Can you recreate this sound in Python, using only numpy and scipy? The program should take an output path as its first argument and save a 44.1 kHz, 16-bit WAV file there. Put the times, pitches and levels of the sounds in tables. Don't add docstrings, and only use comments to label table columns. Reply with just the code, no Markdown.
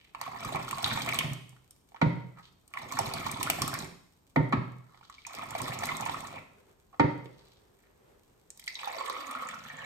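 import sys
import numpy as np
from scipy import signal
from scipy.fft import rfft, irfft, next_fast_len
from scipy.io import wavfile
from scipy.ndimage import uniform_filter1d

SR = 44100
rng = np.random.default_rng(int(sys.argv[2]) if len(sys.argv) > 2 else 0)


def unload_audio(sound):
    columns = np.transpose(np.atleast_2d(sound))
    steps = np.round(np.clip(columns, -1, 1) * 32767)
    wavfile.write(sys.argv[1], SR, steps.astype(np.int16))


N = 434385
TIME = np.arange(N) / SR

# start, gush, surge and empty times in seconds, gush, surge and
# last flow level in dB, then spray offset and churning offset in dB.
POURS = [(0.216, 0.473, 0.874, 1.239, -44, -39, -42.5, -2.5, -3.5),
         (2.788, 3.003, 4.3, 3.799, -42.5, -37, -43.5, -2, -1),
         (5.339, 5.632, 6.07, 6.368, -41.5, -44.5, -52.5, -3.5, -4.5)]
# time in seconds, level in dB, half length in seconds.
HEAVES = [(0.465, -42, 0.013), (0.555, -43, 0.017), (3.02, -48, 0.035), (3.63, -43, 0.042),
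          (5.64, -42.5, 0.022)]
# time in seconds, slap level in dB, slap length in seconds,
# pitch above which it is dull in Hz, ring level in dB, sinking of the ring in octaves, crack level in dB.
SLAPS = [(2.0142, -23.5, 0.0098, 3040, -35.5, 0.0073, -34.5),
         (4.3597, -21.5, 0.0054, 2280, -36.5, 0.15, -27), (4.524, -25.5, 0.011, 2630, -52, 0.1, -31.5),
         (6.996, -20.5, 0.0093, 2400, -33, 0.11, -26.5)]
# pitch in Hz, level in dB.
POT_RINGING = [(264, -4.5), (296, 4), (393, -2), (469, -7), (568, 1), (676, -7.5), (802, -5), (870, -4.5),
               (931, 11), (1081, -11), (1206, -9), (1440, -1), (1855, -4.5), (2010, -4), (2158, -9.5),
               (2275, -9), (3260, -21)]
# time in
# seconds, level in dB, first pitch in Hz, settled pitch in Hz, sinking time in seconds, t60 in seconds.
GULPS = [(1.243, -28, 172, 131, 0.0083, 0.12), (1.31, -29.5, 158.4, 126, 0.0087, 0.13),
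         (2.018, -23.5, 1010, 323, 0.0032, 0.07), (2.026, -16, 215, 164.2, 0.004, 0.15),
         (2.063, -19.5, 148, 128.4, 0.01, 0.1), (4.363, -16, 1136, 276, 0.00213, 0.095),
         (4.369, -21, 192, 129, 0.0091, 0.2), (4.394, -19, 150, 126, 0.01, 0.13),
         (4.5277, -16, 1580, 570, 0.0047, 0.031), (4.535, -18, 380, 119, 0.0044, 0.063),
         (4.573, -23, 138, 122, 0.0079, 0.13), (6.9992, -14, 1160, 273, 0.00199, 0.065),
         (7.005, -18.5, 181, 123, 0.0075, 0.043), (7.042, -18, 156, 127, 0.0095, 0.068),
         (7.045, -26, 330, 285, 0.0064, 0.066)]
# time in seconds, air column in Hz, tone of the liquid in Hz.
GLASS_TONES = [(8.6, 900, 927), (8.87, 970, 820), (9.001, 1110, 576), (9.15, 1190, 365), (9.38, 1210, 232),
               (9.55, 1350, 190), (9.72, 1740, 168)]
# time in seconds, flow level in dB.
GLASS_FLOW = [(8.55, -75), (8.77, -63), (8.82, -41.5), (9.12, -41.5), (9.25, -43.5), (9.4, -40.5),
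              (9.63, -49.5), (9.85, -41.5)]
# time in
# seconds, level in dB, pitch in Hz, t60 in seconds, glide in octaves.
PLOPS = [(0.148, -24.5, 1070, 0.014, -0.7), (0.2135, -24, 1140, 0.025, -2.5),
         (0.263, -29.5, 1175, 0.042, -1.2), (0.278, -28, 710, 0.041, 0.4),
         (0.317, -32.5, 1075, 0.041, -0.7), (0.447, -26, 1160, 0.034, 0.4), (0.489, -27.5, 1050, 0.034, -1),
         (0.523, -24.5, 710, 0.033, -1.2), (0.547, -22.5, 950, 0.02, -1), (0.566, -27, 942, 0.041, 1.8),
         (0.68, -25.5, 1130, 0.019, 1.5), (0.729, -22, 1153, 0.033, -1.2), (0.861, -23, 1090, 0.02, 4),
         (0.914, -19, 1520, 0.019, 0), (0.974, -17.5, 810, 0.02, 0.8), (1.075, -26, 1410, 0.019, -0.27),
         (1.124, -21.5, 2250, 0.026, -0.1), (1.236, -29.5, 685, 0.053, -1), (1.528, -50, 1050, 0.021, -2),
         (1.565, -45.5, 1250, 0.011, 1.5), (1.919, -47, 790, 0.025, -0.5), (1.945, -35.5, 800, 0.03, 1.5),
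         (2.738, -38, 1200, 0.066, -1), (2.77, -30, 1113, 0.046, -1.1), (2.818, -35, 1030, 0.037, -1.7),
         (2.923, -27, 1047, 0.038, -0.5), (2.9705, -23.5, 1000, 0.021, 0.5), (2.989, -16, 1030, 0.04, -3),
         (3.139, -28, 720, 0.057, -0.36), (3.17, -24.5, 1360, 0.015, 1), (3.266, -18.5, 1030, 0.017, -1),
         (3.41, -20.5, 1024, 0.025, -0.2), (3.472, -21, 1273, 0.033, 1.7), (3.499, -12, 827, 0.014, -1.2),
         (3.586, -26, 726, 0.039, 0.2), (3.62, -21, 1050, 0.031, 0.8), (3.678, -27.5, 1250, 0.026, 0.2),
         (3.731, -24, 1450, 0.027, 1), (4.945, -42.5, 1030, 0.013, -2), (5.011, -41.5, 990, 0.016, -0.8),
         (5.029, -46, 1270, 0.018, 0.8), (5.098, -33, 1180, 0.014, -0.3), (5.182, -44, 2260, 0.032, 0.058),
         (5.25, -34, 2360, 0.022, 0.5), (5.267, -38, 1060, 0.05, -2.2), (5.305, -39.5, 1070, 0.032, 2.5),
         (5.341, -37, 780, 0.045, -3.5), (5.392, -31, 1170, 0.027, 0.14), (5.432, -32, 720, 0.03, -0.3),
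         (5.551, -19, 793, 0.029, -1.5), (5.602, -23.5, 920, 0.021, 0.7), (5.68, -23.5, 1170, 0.018, -0.3),
         (5.725, -32.5, 786, 0.059, -0.7), (5.822, -27.5, 700, 0.032, 0), (5.889, -23.5, 2146, 0.035, -0.3),
         (5.918, -24, 1075, 0.025, -0.4), (6.023, -26, 760, 0.04, 1.4), (6.062, -21, 877, 0.035, 1.2),
         (6.095, -17, 786, 0.016, 1.3), (6.143, -21.5, 1044, 0.021, 1.8), (6.203, -35, 780, 0.026, -1.5),
         (6.34, -30.5, 637, 0.023, -0.8), (6.929, -49.5, 1150, 0.041, -0.7),
         (7.257, -31.5, 503, 0.015, -1.5), (8.595, -44, 2140, 0.013, 1), (8.677, -23.5, 2214, 0.022, -0.9),
         (8.79, -29.5, 2090, 0.019, 4), (8.832, -29, 1040, 0.021, 1.5), (8.874, -24, 838, 0.04, -0.4),
         (8.966, -31.5, 690, 0.05, -2.7), (9.009, -23, 1024, 0.036, 0), (9.098, -22.5, 1175, 0.029, -1.5),
         (9.1, -30, 454, 0.039, 2.5), (9.165, -25, 1140, 0.025, 1), (9.312, -27, 1220, 0.02, 0),
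         (9.351, -24.5, 1240, 0.021, 0.8), (9.394, -32, 1300, 0.033, 0), (9.488, -25, 1445, 0.0095, 2.2),
         (9.538, -29.5, 1420, 0.03, -0.8), (9.65, -34, 1300, 0.015, 1), (9.701, -32.5, 1830, 0.021, 0)]
# time in seconds, bubble level in dB, bubble pitch in Hz, smack level in dB.
DROPS = [(0.213, -28.5, 4630, -41.5), (0.449, -36, 5000, -40), (0.71, -26.5, 2630, -33.5),
         (0.828, -33, 3520, -37), (0.843, -11, 3680, -50.5), (0.89, -40, 3520, -45),
         (1.0893, -18, 2430, -35), (1.144, -37, 8140, -34), (1.188, -12.5, 2970, -27),
         (1.333, -40, 8500, -41), (1.493, -40, 8810, -57), (1.708, -53, 8000, -50),
         (2.678, -43, 9000, -57.5), (2.7376, -29, 2300, -49.5), (2.773, -25, 1980, -66),
         (2.922, -30, 6300, -37), (2.971, -24.5, 1440, -50), (2.9886, -18.5, 5840, -27),
         (3.137, -22.5, 4360, -34.5), (3.3144, -46, 9100, -33), (3.429, -22.5, 2490, -26),
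         (3.5001, -15, 2760, -21), (3.619, -15.5, 5400, -28), (3.678, -26, 7540, -31.5),
         (3.7397, -24, 4530, -34.5), (3.7891, -23, 7250, -44), (3.8457, -32, 7700, -51),
         (5.099, -41, 7100, -62), (5.267, -24, 6500, -45), (5.35, -30.5, 4900, -44.5),
         (5.507, -27, 8400, -40.5), (5.6174, -21.5, 8300, -39), (5.681, -33, 3250, -41.5),
         (5.7892, -23.5, 6760, -50), (5.855, -33, 6800, -34), (5.868, -35, 2560, -38),
         (5.968, -24, 7750, -42), (6.009, -25.5, 6800, -43), (6.054, -42, 9000, -41),
         (6.205, -33, 7000, -46), (6.272, -31.5, 6630, -54), (8.5036, -27.5, 7550, -60.5),
         (8.5741, -44, 5950, -50.5), (8.596, -38, 5000, -45), (8.64, -41, 4200, -50),
         (8.679, -23.5, 4480, -53), (9.061, -29, 3500, -46), (9.098, -25.5, 3880, -44.5),
         (9.3117, -28, 9400, -50), (9.4879, -28, 7200, -56)]
# time in seconds, level in dB, half length in seconds,
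# pitch in Hz.
LAPPING = [(0.018, -61.5, 0.067, 2360), (1.957, -46.5, 0.012, 1240), (2.38, -54, 0.031, 1030),
           (2.444, -61.5, 0.044, 3215), (4.96, -66, 0.16, 1047), (5.168, -62.5, 0.2, 3220),
           (6.951, -57, 0.019, 764), (7.463, -68, 0.14, 3590), (7.85, -73.5, 0.075, 1632)]
# time in seconds, level in dB, half length in seconds.
RUSTLE = [(6.58, -65, 0.29), (7.48, -63.5, 0.34), (8.2, -65.5, 0.31)]

# frequency in Hz, filter gain in dB.
BUBBLE_COLOUR = [(250, -21.5), (450, -21.5), (650, -0.5), (1100, 1.5), (1600, -6.5), (2450, -1), (2850, -9),
                 (3500, -6), (5000, -12)]
SPRAY_COLOUR = [(800, -27), (2000, -3), (3800, 6.5), (5500, 0.5), (8500, 0.5), (12500, -1), (14500, 5.5),
                (16500, -28.5)]
CHURN_COLOUR = [(25, 3), (60, -15.5), (110, -0.5), (170, -3), (260, -7.5), (400, -9), (700, -17.5),
                (1500, -36.5)]
SLAP_COLOUR = [(60, -44.5), (200, -15), (500, 2), (900, 7.5), (1500, 0.5), (1750, -1), (2200, 3.5),
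               (2800, -8.5), (4200, -6), (5500, -14), (8000, -9.5), (14000, -16)]
TAIL_COLOUR = [(60, -12), (190, 2), (300, 1.5), (800, -1.5), (2200, -1), (4000, -0.5), (8000, -5.5),
               (16000, -11)]
AIR_COLOUR = [(15, -39), (25, 8), (384, -4), (545, -9), (962, -9.5), (2280, -24.5), (8140, -27.5),
              (9320, -26), (10400, -49), (11600, -27.5), (13600, -15), (16000, -63.5)]
# pitch in Hz, level in dB, t60 in seconds.
ROOM_MODES = [(97, -4, .4), (110, -6, .4), (125, 3.5, .55), (151, -1, .45), (172, 0, .42), (188, -6, .35),
              (258, -3, .35), (296, -6, .3)]
# frequency in Hz, t60 in seconds.
ROOM_T60 = [(100, 0.64), (250, 0.57), (630, 0.58), (1650, 0.6), (4400, 0.66), (14000, 0.67)]
# frequency in Hz, likeness of left and right (1 is identical).
LIKENESS = [(60, 0.75), (130, 0.82), (300, 0.34), (450, 0.13), (700, -0.07), (1500, 0.05), (3000, 0.091),
            (15000, 0.24)]
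# frequency in Hz, gain in dB.
LEFT_SHADE = [(120, -0.5), (300, -1.5), (500, -17), (800, -17), (1100, -5), (1900, -2), (4000, -4),
              (6000, -11), (8500, -2), (14000, 3)]
# frequency in Hz, gain in dB.
MICROPHONE = [(30, -1), (9200, 0), (9900, -8.5), (10500, -17.5), (11100, -2.5), (12000, -1), (16000, -16)]

TRICKLE_DB, SAG_DB = -8, -2.5
TIP_S, SWELL_S, SAG_S, DRAIN_DB_PER_S = 0.097, 0.13, 0.054, 174
FULL_FLOW_DB, SPRAY_GROWTH = -41.5, 1.4
CHURN_LAG_S = 0.035
GURGLE_DB = -8
SLAP_ATTACK_S, POT_T60_S = 0.0012, .19
CLANK_DB, CLANK_HZ, CLANK_T60_S, CLANK_LAG_S = -4, 2075, 0.022, 0.0008
WAKE_DB, WAKE_T60_S = -22, 0.24
GLASS_WET_S, GLASS_SPRAY_DB, GLASS_SPRAY_FADE_DB_PER_S = 8.62, -47, 9.5
GLASS_DEEP_S, GLASS_BOOM_DB, GLASS_BOOM_RISE_DB_PER_S = 9.15, -62, 54
FOAM_DB, AIR_DB = -73.5, -66
CUTOFF_HZ = 16300


def from_db(db):
    return 10 ** (np.asarray(db) / 20)


def rms_one(x):
    return x / np.sqrt(np.mean(x ** 2) + 1e-20)


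def fade_60(t, t60):
    return np.exp(-np.log(1000) * t / t60)


def gains(rows):
    s, *columns = np.transpose(rows)
    return [from_db(np.interp(TIME, s, c, left=-200, right=-200)) for c in columns]


def swells(rows):
    gain = 0
    for s, db, half_s in rows:
        distance = (TIME - s) / half_s
        gain = gain + from_db(db) * np.exp(-np.minimum(distance ** 2, 50))
    return gain


def at_hz(points, hz):
    f, value = np.transpose(points)
    return np.interp(np.log(np.maximum(hz, 1)), np.log(f), value)


def add(track, s, sound):
    i = int(np.clip(s * SR, 0, N - 1))
    track[i:i + len(sound)] += sound[:N - i]


def colour(x, spectrum, size=4096):
    log_gain = np.log(from_db(at_hz(spectrum, np.fft.rfftfreq(size, 1 / SR))))
    cepstrum = irfft(log_gain)
    one_sided = np.r_[1, np.full(size // 2 - 1, 2), np.zeros(size // 2)]
    response = irfft(np.exp(rfft(cepstrum * one_sided)))
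    response = response.reshape((1,) * (x.ndim - 1) + (-1,))
    return signal.oaconvolve(x, response, axes=-1)[..., :x.shape[-1]]


def neutral(x, size=90):
    power = uniform_filter1d(np.abs(rfft(x)) ** 2, size)
    correction_db = -10 * np.log10(power / power.mean())
    return colour(x, np.c_[np.fft.rfftfreq(len(x), 1 / SR), correction_db][1:])


def resonate(x, hz, width_hz):
    r = np.exp(-np.pi * width_hz / SR)
    feed = np.array([1, 0, -1]) * (1 - r * r) / 2
    feedback = [1, -2 * r * np.cos(2 * np.pi * hz / SR), r * r]
    return signal.lfilter(feed, feedback, x + 1e-18)


def moving_resonance(x, hz, width_hz):
    turn = np.exp(2j * np.pi * np.cumsum(hz) / SR)
    r = np.exp(-np.pi * width_hz / SR)
    return 2 * np.real(turn * signal.lfilter([(1 - r) ** 2], [1, -2 * r, r * r], x / turn))


def drift(per_s):
    knots = rng.standard_normal(N // 100)
    return rms_one(np.interp(TIME * per_s, np.arange(len(knots)), knots))


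def evened(x, size=5000):
    power = np.abs(uniform_filter1d(x * x, size))
    return x / np.sqrt(power + 1e-3 * np.mean(x * x))


def diffuse(size):
    mid, side = rfft(rng.standard_normal((2, next_fast_len(size, True))))
    alike = np.clip(at_hz(LIKENESS, np.linspace(0, SR / 2, len(mid))), -1, 1)
    both = np.sqrt(1 + alike) * mid + np.sqrt(1 - alike) * side * [[1], [-1]]
    return irfft(both)[:, :size] / np.sqrt(2)


def clicks(per_s, spread_db, clump_db):
    born = rng.random(N) < per_s * from_db(clump_db * drift(90)) / SR
    strength = from_db(spread_db * np.minimum(rng.exponential(1, N), 5))
    return born * strength * rng.choice([-1, 1], N)


def bubble(hz, t60, glide):
    t = np.arange(int(max(t60, .001) * SR) + 2) / SR
    pitch = hz * 2 ** (glide * t / t[-1])
    fade = from_db(-60 * t / t[-1])
    attack = 1 - np.exp(-2 * hz * t)
    return np.sin(2 * np.pi * np.cumsum(pitch) / SR) * fade * attack


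def bubble_cloud(start, end, low_hz, high_hz, cycles, spread_db, glide, count):
    out = np.zeros(N)
    for when, pitch, size, life, sign, bend in rng.random((count, 6)):
        hz = low_hz * (high_hz / low_hz) ** pitch
        strength = from_db(-spread_db * np.log(size + 0.091)) * np.sqrt(hz) * np.sign(sign - .5)
        one = bubble(hz, cycles * (.5 + life) / hz, glide * (2 * bend - 1))
        add(out, start + when * (end - start), strength * one)
    return rms_one(out)


def flow_db(start, gush, surge, empty, gush_db, surge_db, last_db):
    trickle, sag = gush_db + TRICKLE_DB, gush_db + SAG_DB
    stages = [(start - TIP_S, trickle - 25), (start, trickle), (gush - SWELL_S, trickle), (gush, gush_db),
              (gush + SAG_S, sag), (surge - SWELL_S, sag), (surge, surge_db), (empty, last_db)]
    level = np.interp(TIME, *np.transpose(stages), left=-200)
    return level - DRAIN_DB_PER_S * np.clip(TIME - empty, 0, 1)


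def pours():
    flow, spraying, heave = 0, 0, swells(HEAVES)
    for *pour, spray_db, churn_db in POURS:
        level = flow_db(*pour)
        flow = flow + from_db(level)
        late_level = np.interp(TIME - CHURN_LAG_S, TIME, level)
        heave = heave + from_db(late_level + churn_db)
        spraying = spraying + from_db(FULL_FLOW_DB + SPRAY_GROWTH * (level - FULL_FLOW_DB) + spray_db)
    cloud = bubble_cloud(0, 7.7, low_hz=447.0, high_hz=3200, cycles=19.8, spread_db=4.8, glide=0.71, count=5500)
    splatter = from_db(-3.5) * rms_one(clicks(per_s=1000, spread_db=10.0, clump_db=6))
    wet = evened(colour(cloud + splatter, BUBBLE_COLOUR)) * flow * from_db(4.5)
    clumps = from_db(3.0 * drift(60) - 2.6)
    gurgle = evened(bubble_cloud(0, 6.7, low_hz=537, high_hz=2430, cycles=22, spread_db=10, glide=1.0, count=600))
    churn = evened(colour(clicks(per_s=300, spread_db=2.0, clump_db=5.5), CHURN_COLOUR))
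    droplets = spray(0, 6.7, count=3000)
    return wet * clumps + from_db(GURGLE_DB) * flow * gurgle + droplets * spraying + churn * heave


def spray(start, end, count):
    t = np.arange(SR // 100) / SR
    impacts = np.abs(clicks(per_s=600, spread_db=3.0, clump_db=7.5))
    landing = signal.oaconvolve(impacts, t * np.exp(-t / 0.0004))[:N]
    spits = rms_one(landing * rng.standard_normal(N))
    fizz = bubble_cloud(start, end, low_hz=2000, high_hz=14000, cycles=24, spread_db=5.5, glide=.1, count=count)
    bursts = from_db(4 * np.clip(drift(110), -2, 2))
    return evened(colour((spits + from_db(-3.0) * fizz) * bursts, SPRAY_COLOUR), size=7000)


def plunges():
    slaps, rest, t = np.zeros(N), np.zeros(N), np.arange(SR // 2) / SR
    for s, db, length, dull_hz, ring_db, sink, crack_db in SLAPS:
        burst = rng.standard_normal(len(t)) * np.exp(-(t / length) ** 2) * (1 - np.exp(-t / SLAP_ATTACK_S))
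        dulling = signal.butter(2, dull_hz, fs=SR, output="sos")
        add(slaps, s, from_db(db + 11.0) * signal.sosfilt(dulling, neutral(burst, size=50)))
        crack = resonate(rng.standard_normal(len(t)) * np.exp(-t / 0.001), 3200, 4100)
        add(rest, s, from_db(crack_db) * crack)
        clank = bubble(CLANK_HZ, CLANK_T60_S, glide=0)
        add(rest, s + CLANK_LAG_S, from_db(db + CLANK_DB) * clank)
        loaded = np.cumsum(2 ** (-sink * np.minimum(t / POT_T60_S, 1))) / SR
        for (hz, mode_db), chance in zip(POT_RINGING, rng.standard_normal((len(POT_RINGING), 2))):
            swing = np.sin(2 * np.pi * hz * loaded) * np.sign(chance[0]) * fade_60(t, POT_T60_S)
            add(rest, s, from_db(ring_db + mode_db + 0.8 * chance[1]) * swing)
    for s, db, *shape in GULPS:
        add(rest, s, from_db(db) * gulp(*shape))
    bass_cut = signal.butter(2, 55, "high", fs=SR, output="sos")
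    return colour(slaps, SLAP_COLOUR) + signal.sosfilt(bass_cut, rest)


def gulp(first_hz, settled_hz, sink_s, t60):
    t = np.arange(SR // 2) / SR
    pitch = settled_hz + (first_hz - settled_hz) * np.exp(-t / sink_s)
    attack = 1 - np.exp(-t / 0.00044)
    return -np.sin(2 * np.pi * np.cumsum(pitch) / SR) * fade_60(t, t60) * attack


def wake():
    fading = 0
    for s, db, *_ in SLAPS:
        level = db + WAKE_DB - 60 * np.clip(TIME - s, 0, 2) / WAKE_T60_S
        fading = fading + from_db(level) * np.clip((TIME - s) / .01, 0, 1)
    cloud = bubble_cloud(1.7, 8.6, low_hz=300, high_hz=1710, cycles=13, spread_db=4, glide=1.0, count=1100)
    return fading * evened(cloud)


def filling():
    bubbling, = gains(GLASS_FLOW)
    wet_s = TIME - GLASS_WET_S
    spray_db = GLASS_SPRAY_DB - GLASS_SPRAY_FADE_DB_PER_S * np.maximum(wet_s, 0)
    spraying = np.clip(0.47 + wet_s / 0.19, 0, 1) ** 2 * from_db(spray_db)
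    booming = from_db(GLASS_BOOM_DB + GLASS_BOOM_RISE_DB_PER_S * np.minimum(TIME - GLASS_DEEP_S, 0))
    s, air_hz, liquid_hz = np.transpose(GLASS_TONES)
    cloud = bubble_cloud(8.4, 9.85, low_hz=500, high_hz=3630, cycles=15.3, spread_db=1.5, glide=0.5, count=1000)
    patter = rms_one(clicks(per_s=2500, spread_db=8.0, clump_db=3.5))
    stream = evened(cloud) + from_db(-12.5) * patter
    column = evened(moving_resonance(stream, np.interp(TIME, s, air_hz), width_hz=390))
    column = column * from_db(3.2 * drift(55) - 1.2)
    liquid = evened(moving_resonance(patter, np.interp(TIME, s, liquid_hz), width_hz=110))
    direct = evened(colour(stream, [(250, -14), (480, -5), (700, -3.0), (1400, -0.5), (2150, 1.5),
                                    (3000, -5.0), (6000, -6.5)]))
    early = np.interp(TIME, [8.78, 8.93, 9.14], [0, .55, 0])
    muffled = from_db(np.interp(TIME, [9.45, 9.7], [0, -6]))
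    body = bubbling * (from_db(-4.5) * muffled * column + from_db(-4) * direct + early * liquid)
    return body + booming * liquid + spraying * spray(7.0, 9.85, count=600)


def plops():
    out, t = np.zeros(N), np.arange(SR // 20) / SR
    noises = rng.standard_normal((len(PLOPS), len(t)))
    ratios = rng.uniform(1.4, 2.5, len(PLOPS))
    for (s, db, hz, t60, glide), noise, ratio in zip(PLOPS, noises, ratios):
        add(out, s, from_db(db + .5) * bubble(hz, t60, glide))
        add(out, s + 0.00097, from_db(db - 16.5) * bubble(hz * ratio, t60 / ratio, glide))
        add(out, s, from_db(db - 1.0) * resonate(noise * np.exp(-t / 0.0018), 2100, 930))
    return out


def drops():
    out, t = np.zeros(N), np.arange(SR // 50) / SR
    for (s, db, hz, smack_db), noise in zip(DROPS, rng.standard_normal((len(DROPS), 2, len(t)))):
        smack = noise[0] * t / 0.00038 * np.exp(-t / 0.00086)
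        add(out, s, from_db(smack_db + 12.5) * resonate(smack, 10000, 7800))
        spit = noise[1] * (1 - np.exp(-t / 0.0022)) * np.exp(-t / 0.00095)
        add(out, s, from_db(db + 5.5) * resonate(spit, hz, hz))
        add(out, s + 0.00026, from_db(db + 8.5) * bubble(hz, 10 / hz, glide=0.049))
    return out


def lapping():
    grain = clicks(per_s=1100, spread_db=6.0, clump_db=7.5)
    out = np.zeros(N)
    for *row, hz in LAPPING:
        pitched = resonate(resonate(grain, hz, 0.88 * hz), hz, 0.88 * hz)
        out = out + swells([row]) * evened(pitched)
    return out


def foam():
    bursting = clicks(per_s=510, spread_db=4.5, clump_db=1.0)
    crackle = colour(bursting, [(1000, -20.0), (2500, 4.0), (5000, 0.0), (8000, 3.0), (14000, 3.5)])
    return from_db(FOAM_DB) * rms_one(crackle)


def handling_rustle():
    noise = colour(diffuse(N), [(150, -1.0), (290, -7.5), (395, 9.0), (650, -2), (1600, -8.5), (5000, -23)])
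    return swells(RUSTLE) * rms_one(noise) * from_db(2.2 * drift(20))


def still_air():
    return from_db(AIR_DB) * rms_one(colour(diffuse(N), AIR_COLOUR))


def kitchen(x, tail_db):
    size = SR * 2 // 3
    t, hz, noise, tail = np.arange(size) / SR, np.fft.rfftfreq(size, 1 / SR), rfft(diffuse(size)), 0
    centres, t60s = np.transpose(ROOM_T60)
    for t60, one_band in zip(t60s, np.eye(len(t60s))):
        share = at_hz(np.c_[centres, one_band], hz)
        tail = tail + irfft(noise * share, size) * fade_60(t, t60)
    tail = tail * (1 - np.exp(-t / 0.00089)) * (1 + 8.1 * np.exp(-t / 0.0039))
    tail = np.array([neutral(side) for side in tail])
    tail = colour(tail / np.sqrt(np.sum(tail[0] ** 2)), TAIL_COLOUR)
    standing = 0
    for mode_hz, db, t60 in ROOM_MODES:
        standing = standing + from_db(db + 5.0) * resonate(x, mode_hz, np.log(1000) / np.pi / t60)
    return from_db(tail_db) * signal.oaconvolve(x[None], tail, axes=-1)[:, :N] + standing


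def placed(x, pan_db, lag_s, shade):
    size = next_fast_len(N + 100, True)
    delay = np.exp(-2j * np.pi * np.fft.rfftfreq(size, 1 / SR) * lag_s)
    late = irfft(rfft(x, size) * delay, size)[:N]
    left = colour(late, np.array(LEFT_SHADE) * [1, shade]) * from_db(pan_db / 2)
    return np.array([left, x * from_db(-pan_db / 2)])


def scene():
    bowl = pours() + plops() + drops() + lapping() + foam()
    pot = plunges() + wake()
    glass = filling()
    direct = placed(bowl, pan_db=0.4, lag_s=0.0001446, shade=0.82)
    direct = direct + placed(pot, pan_db=3.5, lag_s=0.00018, shade=1.0)
    direct = direct + placed(glass, pan_db=-1.0, lag_s=0.00015, shade=1.0)
    return direct + kitchen(bowl + pot + glass, tail_db=0.5) + handling_rustle() + still_air()


def record(dry):
    bass_cut = signal.butter(4, 36, "high", fs=SR, output="sos")
    lean = signal.sosfilt(bass_cut, colour(dry, MICROPHONE))
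    top_cut = signal.ellip(10, .2, 80, CUTOFF_HZ, fs=SR, output="sos")
    return signal.sosfilt(top_cut, lean)


dry = scene()
out = record(dry)
unload_audio(out)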